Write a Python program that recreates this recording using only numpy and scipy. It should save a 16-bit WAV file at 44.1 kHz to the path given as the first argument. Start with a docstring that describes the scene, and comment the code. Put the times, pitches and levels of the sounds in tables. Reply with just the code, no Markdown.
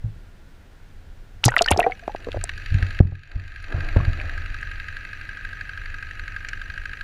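"""A low rumble and a soft knock from a swaying camera pole, then a splash as it dips into a river.
Water slaps the housing and trapped air leaves it in ringing bubbles. Under the surface the pole
knocks and rubs, and the fast clatter of what seems a distant boat engine carries through the water.
The hardest knock pushes the camera's gain down, and it creeps back."""
import sys
import numpy as np
from scipy import signal
from scipy.fft import rfft, irfft
from scipy.io import wavfile
from scipy.ndimage import uniform_filter1d, minimum_filter1d

SR = 44100
rng = np.random.default_rng(int(sys.argv[2]) if len(sys.argv) > 2 else 0)


def to_wav(sig):
    """Store sig (one row per channel, or 1-D mono) as 16-bit WAV at the path in sys.argv[1].

    Samples outside -1..1 are clipped; the rate is SR.
    """
    pcm = np.clip(np.atleast_2d(sig), -1, 1) * 32767
    pcm = np.round(pcm).astype(np.int16)
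    wavfile.write(sys.argv[1], SR, pcm.T)  # frames by channels


N = 310155
T = np.arange(N) / SR
DIP_S = 1.437   # the housing meets the water


def from_db(db):
    """Decibels to gain."""
    return 10 ** (np.asarray(db) / 20)


def rms_one(x):
    """Scale to unit power."""
    return x / np.sqrt(np.mean(x ** 2) + 1e-20)


def gains(rows):
    """One gain curve per dB column of a table in time."""
    times_s, *columns = np.transpose(rows)
    return [from_db(np.interp(T, times_s, db)) for db in columns]


def fade(t, t60_s):
    """Free decay, 60 dB down after t60_s."""
    return np.exp(-np.log(1000) * t / t60_s)


def swells(rows, attack_s):
    """Gain curve of swells that rise and decay, summed in power."""
    power = np.zeros(N)
    for peak_s, db, t60_s in rows:
        rise = np.exp(np.minimum(T - peak_s, 0) / attack_s)
        power += (from_db(db) * rise * fade(np.maximum(T - peak_s, 0), t60_s)) ** 2
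    return np.sqrt(power)


def add(out, start_s, sound):
    """Mix a sound in at start_s."""
    start = max(round(start_s * SR), 0)
    out[start:start + len(sound)] += sound[:max(N - start, 0)]


def band(x, low_hz, high_hz, order=2):
    """Butterworth band-pass."""
    return signal.sosfilt(signal.butter(order, [low_hz, high_hz], "band", fs=SR, output="sos"), x)


def resonate(x, hz, width_hz):
    """Two-pole resonance, peak gain 1."""
    r = np.exp(-np.pi * width_hz / SR)
    feedback = [1, -2 * r * np.cos(2 * np.pi * hz / SR), r * r]
    return signal.lfilter(np.array([1, 0, -1]) * (1 - r * r) / 2, feedback, x)


def band_noise(low_hz, high_hz, samples=N):
    """Band-passed noise, rms 1."""
    return rms_one(band(rng.standard_normal(samples), low_hz, high_hz))


def noise(spectrum):
    """Noise shaped by (Hz, dB) points, rms 1."""
    hz, db = np.transpose(spectrum)
    bins_hz = np.maximum(np.arange(N // 2 + 1) * SR / N, 1)
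    shape = from_db(np.interp(np.log(bins_hz), np.log(hz), db))
    return rms_one(irfft(rfft(rng.standard_normal(N)) * shape, N))


def handling(rest_db=-66):
    """The swaying pole rumbles and slips unevenly in the grip; a faint rub stays under water."""
    # Pole sway. Each row: time in seconds, rumble level in dB.
    sway = [(0,-37),(.5,-46.5),(1.6,-37),(2.05,-40.5),(2.45,-31),(3.6,-32),(4.05,-25.5),(5.1,-36.5),(7.03,-34.5)]
    # Slips in the grip. Each row: peak time in seconds, level in dB, t60 in seconds.
    rubs = [(2.2,-53,1),(2.8,-46,.6),(3.32,-43,0.68),(3.73,-34,0.54),(3.86,-44,0.47),(3.98,-36.5,0.59),(4.2,-43,1)]
    # Spectra of rumble and rub. Each row: frequency in Hz, relative density in dB.
    rumble_spectrum = [(8.8, -29), (15, 3), (27, 5.5), (54, -9.5), (87, -4), (101, -11), (119, -14.5),
                       (162, -45.5), (300, -33.5), (390, -64), (660, -120)]
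    rub_spectrum = [(120,-13),(200,-10.5),(310,2),(440,-6.5),(680,-0.5),(950,-13),(1400,-4),(2500,-62),(9000,-93)]
    roughness = rms_one(np.exp(0.13 * band_noise(45, 120)))
    rub_gain = swells(rubs, attack_s=0.029) + from_db(rest_db) * (T > DIP_S)
    return gains(sway)[0] * noise(rumble_spectrum) + rub_gain * roughness * noise(rub_spectrum)


def hiss(level_db=-55):
    """Steady, faint background noise."""
    # Noise floor. Each row: frequency in Hz, relative density in dB.
    spectrum = [(88, -25), (150, 4.5), (226, -1.5), (270, -3.5), (309, -4), (702, -9.5), (1260, -14.5),
                (1420, -8), (2400, -16), (3490, -19), (13700, -35.5), (15100, -29.5), (16000, -54)]
    return from_db(level_db) * noise(spectrum)


def knocks(ring_db=-13.5, ring_db_per_db=0.65, shudder_db=-10.5, clack_lead_s=0.0058, air_ratio=1.18):
    """A contact clacks, shoves the housing to and fro once, and leaves the pole ringing and shuddering."""
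    # Knocks on the pole. Each row: time in seconds, thud level in dB, thud in Hz, clack peak in dB.
    contacts = [(0.045,-22.5,77.5,-65),(2.366,-27,43.4,-26),(2.721,-18.5,45.5,-52),(2.75,-11,79,-36),(2.828,-15.5,53.7,-36),(3.0076,19,100,8),(3.054,1,87,-31.5),
                (3.127,-13,61,-20.5),(3.36,-11,40,-57),(3.392,-29.5,44.7,-56),(3.747,-17.5,81,-38),(3.783,-26,74,-30),(3.968,-9,74,-10.5),(4.006,-14,85,-46),(4.079,-15,62,-51)]
    # Pole modes under water. Each row: frequency in Hz, relative level in dB, t60 in seconds.
    modes = [(48.6,14,0.055),(91.6,10.5,0.22),(134.2,-9.5,0.4),(200,-25,0.105)]
    out, t = np.zeros(N), T[:SR // 2]
    for at_s, thud_db, thud_hz, clack_db in contacts:
        swing = 2 * np.pi * thud_hz * (T - at_s)
        out += from_db(thud_db) * swing * np.exp((1 - swing ** 2) / 2)
        tuning = air_ratio if at_s < DIP_S else 1   # modes lie higher in air
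        ring = sum(from_db(db) * np.sin(2 * np.pi * tuning * hz * t) * fade(t, t60_s)
                   for hz, db, t60_s in modes)
        shudder = from_db(shudder_db) * band_noise(35, 163, len(t)) * fade(t, t60_s=0.34)
        onset = 1 - fade(t, 0.024)
        add(out, at_s, from_db(ring_db + ring_db_per_db * thud_db) * (ring + shudder) * onset)
        clack = band(rng.standard_normal(len(t)) * fade(t, t60_s=0.039), 170, 620)
        add(out, at_s - clack_lead_s, from_db(clack_db) * clack / np.abs(clack).max())
    return out


def bubble(hz, t60_s, rise, attack_cycles):
    """An air pocket rings, its pitch creeping up as it decays."""
    t = T[:int(1.5 * t60_s * SR)]
    phase = 2 * np.pi * hz * t * (1 + rise * t / t60_s / 2)
    onset = (1 - np.exp(-t * hz / attack_cycles)) ** 2
    return np.sin(phase) * fade(t, t60_s) * onset


def froth(count=480, span_s=0.7, low_hz=480, high_hz=4200, ring_cycles=15, attack_s=0.0044,
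          fizz_db=-25, fizz_per_s=900, fizz_spread_db=6.0):
    """Each surge drags under a swarm of small bubbles; the tiniest crackle."""
    # Water closing over the housing. Each row: peak time in seconds, level in dB, t60 in seconds.
    surges = [(1.438,-32,0.62),(1.562,-26.5,0.7),(1.715,-14.5,0.081),(1.79,-25,0.14),(1.83,-46,0.083)]
    swarm = np.zeros(N)
    for when, height, strength in rng.random((count, 3)):
        hz = low_hz * (high_hz / low_hz) ** height
        gain = strength ** 2 * (hz / low_hz) ** -0.12
        ping = bubble(hz, ring_cycles / hz, rise=0.12, attack_cycles=0.8)
        add(swarm, DIP_S - attack_s + when * span_s, gain * ping)
    pops = rng.random(N) < fizz_per_s / SR
    pop_db = fizz_spread_db * np.minimum(rng.exponential(1, N), 4)
    fizz = from_db(fizz_db) * rms_one(band(pops * from_db(pop_db), 2490, 13000))
    return (swarm / np.std(swarm[swarm != 0]) + fizz) * swells(surges, attack_s)


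def gurgle(level_db=4.0, wobble_depth=0.16, pinch_db=-35.5, pinch_t60_s=0.0065):
    """Bubbles click as they pinch off, then ring and wobble; the housing thumps twice in the splash."""
    # Ringing bubbles, and two low housing thumps voiced the same way. Each row: start in seconds,
    # nominal pitch in Hz, relative level in dB, nominal t60 in seconds.
    bubbles_and_thumps = [(1.4404,3030,-1.5,0.0044),(1.457,125,-4.5,0.092),(1.46,305,-13.5,0.032),(1.4818,830,-3.5,0.013),(1.4886,2010,-16,0.027),(1.5193,1600,-19.5,0.025),(1.5402,1520,-17.5,0.019),
                          (1.5653,2055,-2.5,0.013),(1.5702,1375,-10.5,0.016),(1.591,2990,-9,0.014),(1.610,724,-8,0.043),(1.644,4730,-25,0.017),(1.66,1600,-15,0.017),(1.678,1934,-17.5,0.074),(1.685,3150,-10,0.015),
                          (1.7124,308,3.5,0.0072),(1.714,87.6,-11,0.12),(1.762,790,-16,0.022),(1.776,407,-17,0.049),(1.7913,754,-7.5,0.053),(1.8039,2800,-11,0.014),(1.817,747,-12.5,0.018),(1.829,2040,-21,0.054),(1.840,2480,-25,0.033),(1.842,730,-18.5,.07),
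                          (1.8641,813,-10,0.05),(1.8656,497,-15,0.05),(1.897,787,-25.5,0.083),(1.921,2320,-20.5,0.022),(2.026,730,-42.5,0.11),(2.079,706,-7,0.0092),(2.095,883,-29.5,0.052),(2.1486,710,-12.5,0.0098),
                          (2.2697,490,-20,0.031),(2.2863,486,-15.5,0.015),(2.3446,620,-16.5,.018),(2.3712,576,-11.5,0.0091),(2.4397,8300,-16,0.0063),(2.439,730,-26,.021),
                          (4.001,1180,-29,0.039),(4.2,2560,-21.5,0.0094)]
    # Side notes of an out-of-round bubble. Each row: ratio to nominal pitch, relative level in dB.
    side_notes = [(.6,-13),(1.9,-17.5)]
    main_note = [(0.93, 0.011)]   # same columns
    rings, pinches, t = np.zeros(N), np.zeros(N), T[:SR // 20]
    for start_s, hz, db, t60_s in bubbles_and_thumps:
        for ratio, note_db in main_note + (side_notes if 350 < hz < 1700 else []):
            ping = bubble(hz * ratio, t60_s / ratio, rise=0.09, attack_cycles=0.3)
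            add(rings, start_s, from_db(db + level_db + note_db) * ping)
        click = rng.standard_normal(len(t)) * fade(t, pinch_t60_s)
        add(pinches, start_s, from_db(db + pinch_db) * click)
    wobble = 1 + wobble_depth * band_noise(93, 670)
    return rings * wobble + band(pinches + 1e-18, 1200, 6500)


def slaps(edge_ratio=1.29, level_db=-10.0):
    """Water slaps the housing and films burst on it, each a brief, broad crack."""
    # Cracks. Each row: start in seconds, relative level in dB, centre in Hz, t60 in seconds.
    cracks = [(1.4416,-12.5,4590,0.047),(1.453,-2,8900,.008),(1.4574,-1,6200,0.004),(1.459,-8,4970,0.03),(1.481,-12.5,4800,0.024),(1.5056,-31.5,7560,.017),(1.5606,-26.5,11900,0.0024),(1.58,-17,3560,0.028),
              (1.621,-2.5,5260,0.0099),(1.662,-12.5,4500,0.0047),(1.686,-15,2810,0.0034),(1.7071,-10.5,6950,0.0075),(1.713,-5.5,8650,0.0095),(1.717,-7,2400,0.027),
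              (1.7744,-13,4930,0.009),(1.798,-18,8300,0.0052),(2.3178,-20.5,2740,0.0059),(2.4403,-13,7000,0.0036),(2.493,-12,1940,0.011),
              (3.6274,-39,8400,0.0034),(4.613,-40,7200,0.0093),(6.4855,-18,1980,0.04),(6.487,-24.5,5440,0.025)]
    out, t = np.zeros(N), T[:SR // 10]
    for start_s, db, hz, t60_s in cracks:
        crack = band(rng.standard_normal(len(t)) * fade(t, t60_s), hz / edge_ratio, hz * edge_ratio)
        onset_rms = np.std(crack[:SR // 700])
        add(out, start_s, from_db(db + level_db) * crack / onset_rms)
    return band(out, 240, 12000, order=5)


def engine_cycles(first_beat_s=0.0703):
    """Engine cycles since the first beat, per sample."""
    # Engine speed. Each row: time in seconds, cycles per second.
    speed = [(2.35,11.964),(2.96,12.244),(4.26,12.261),(4.71,11.625),(5.34,12.691),(5.94,11.864),(6.63,11.871),(6.78,12.936)]
    cycles = np.cumsum(np.interp(T, *np.transpose(speed))) / SR
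    return cycles - np.interp(first_beat_s, T, cycles)


def clatter_filter(x, resonances, leak_db=-50.0):
    """The engine's resonances in alternating polarity; shallow water passes only the highs."""
    modes = sum((-1) ** k * from_db(db) * resonate(resonate(x, hz, 1.33 * width_hz), hz, 1.31 * width_hz)
                for k, (hz, width_hz, db) in enumerate(resonances))
    return band(modes + from_db(leak_db) * x, 1180, 13000, order=6)


def engine(tick_db=4.5, rattle_db=1.0, ring_gain=3.2, bright_hz=2800, jitter_s=0.0004, jitter_db=0.8):
    """Four uneven beats a cycle, each a gritty tick, a short rattle and a ring, over a rough wash."""
    # Beats of one cycle. Each entry: relative level in dB.
    beats_db = [1, -12, -5.5, -11]
    # The engine fades in after the splash, then dulls.
    # Each row: time in seconds, wash gain in dB, beat gain in dB, treble lift in dB.
    levels = [(2.0,-59,-39,8.5),(2.75,-43.5,-28.5,7.5),(4.2,-42,-28.5,4),(5.3,-43,-30,1.7),(6.1,-44,-28,1.6),(7.03,-46.5,-27,2.5)]
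    # Clatter resonances. Each row: centre in Hz, nominal width in Hz, relative level in dB.
    resonances = [(1261,72,0),(1615,213,2.5),(1960,480,-7),(2588,284,-5),(2882,35,-10.5),(3053,260,-17.5),(3945,690,-21.5),(4705,410,-25.5),(5580,420,-31.5),(6830,410,-33),(7560,83,-37.5),(10010,870,-45)]
    cycles, per_cycle = engine_cycles(), len(beats_db)
    count = int(cycles[-1] * per_cycle) + 1
    impulses, bursts, t = np.zeros(N), np.zeros(N), T[:SR // 10]
    burst = fade(t, t60_s=0.021) * (1 - fade(t, 0.0029))
    for k, (late_s, stray_db) in enumerate(rng.normal(0, [jitter_s, jitter_db], (count, 2))):
        start_s = np.interp(k / per_cycle, cycles, T) + late_s
        blow = from_db(beats_db[k % per_cycle] + stray_db)
        add(impulses, start_s, np.array([blow]))
        add(bursts, start_s, blow * burst)
    wash, force, brightness = gains(levels)
    wash, force = np.array([wash, force]) * (T > DIP_S)   # heard only under water
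    grit = rms_one(np.exp(0.2 * band_noise(40, 400)))
    white, tick_noise = rng.standard_normal((2, N))
    drive = white * np.hypot(wash * grit, force * bursts * from_db(rattle_db))
    ticks = clatter_filter(force * bursts * tick_noise * from_db(tick_db), resonances[5:])
    clatter = (clatter_filter(drive, resonances) + ticks) / np.std(clatter_filter(white, resonances))
    highs = signal.sosfiltfilt(signal.butter(2, bright_hz, "high", fs=SR, output="sos"), clatter)
    ring_hz = resonances[1][0]   # the strongest resonance
    ring = ring_gain * np.sin(2 * np.pi * ring_hz * t) * fade(t, t60_s=0.028) * (1 - fade(t, 0.01))
    rings = signal.fftconvolve(force * impulses / brightness, ring)[:N]
    return clatter + (brightness - 1) * highs + rings


def whine(sharpness=5.0, bend=0.008, pitch_jitter=0.0062, waver_rms_db=1.5, fade_in_s=0.5):
    """Thin whistles swell and sag in pitch once per engine cycle."""
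    # Whistles. Each row: pitch in Hz, peak level in dB, place of the peak in the cycle from 0 to 1.
    whistles = [(2860,-56,.82),(5980,-62,.38),(10350,-71.5,.92)]
    cycles, out = engine_cycles(), np.zeros(N)
    for hz, db, place in whistles:
        angle = 2 * np.pi * (cycles - place)
        pitch_hz = hz * (1 - bend * np.sin(angle) + pitch_jitter * band_noise(4.9, 150))
        waver_db = waver_rms_db * noise([(1, 0), (8, 0), (30, -60), (200, -140)])
        swell = np.exp(sharpness * (np.cos(angle) - 1) / 2)
        out += from_db(db + waver_db) * swell * np.sin(2 * np.pi * np.cumsum(pitch_hz) / SR)
    submerged = np.clip((T - DIP_S) / fade_in_s, 0, 1)
    return out * submerged


def scene():
    """Everything reaches one microphone inside the sealed housing."""
    splash = slaps() + gurgle() + froth()
    return (splash + knocks() + engine() + whine() + handling() + hiss())[None]


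def record(dry, limit_db=2.0, release_db_per_s=23.0, stopband_hz=16800):
    """Gain control ducks just ahead of an overload and recovers slowly; peaks clip, the top is cut."""
    over_db = np.maximum(20 * np.log10(np.abs(dry[0]) + 1e-9) - limit_db, 0)
    held_db = np.maximum.accumulate(over_db + release_db_per_s * T) - release_db_per_s * T
    gain_db = uniform_filter1d(minimum_filter1d(-held_db, size=SR // 50), size=SR // 200)
    clipped = np.clip(dry * from_db(gain_db), -1, 1)
    return signal.sosfilt(signal.cheby2(14, 60, stopband_hz, fs=SR, output="sos"), clipped)


dry = scene()
out = record(dry)
to_wav(out)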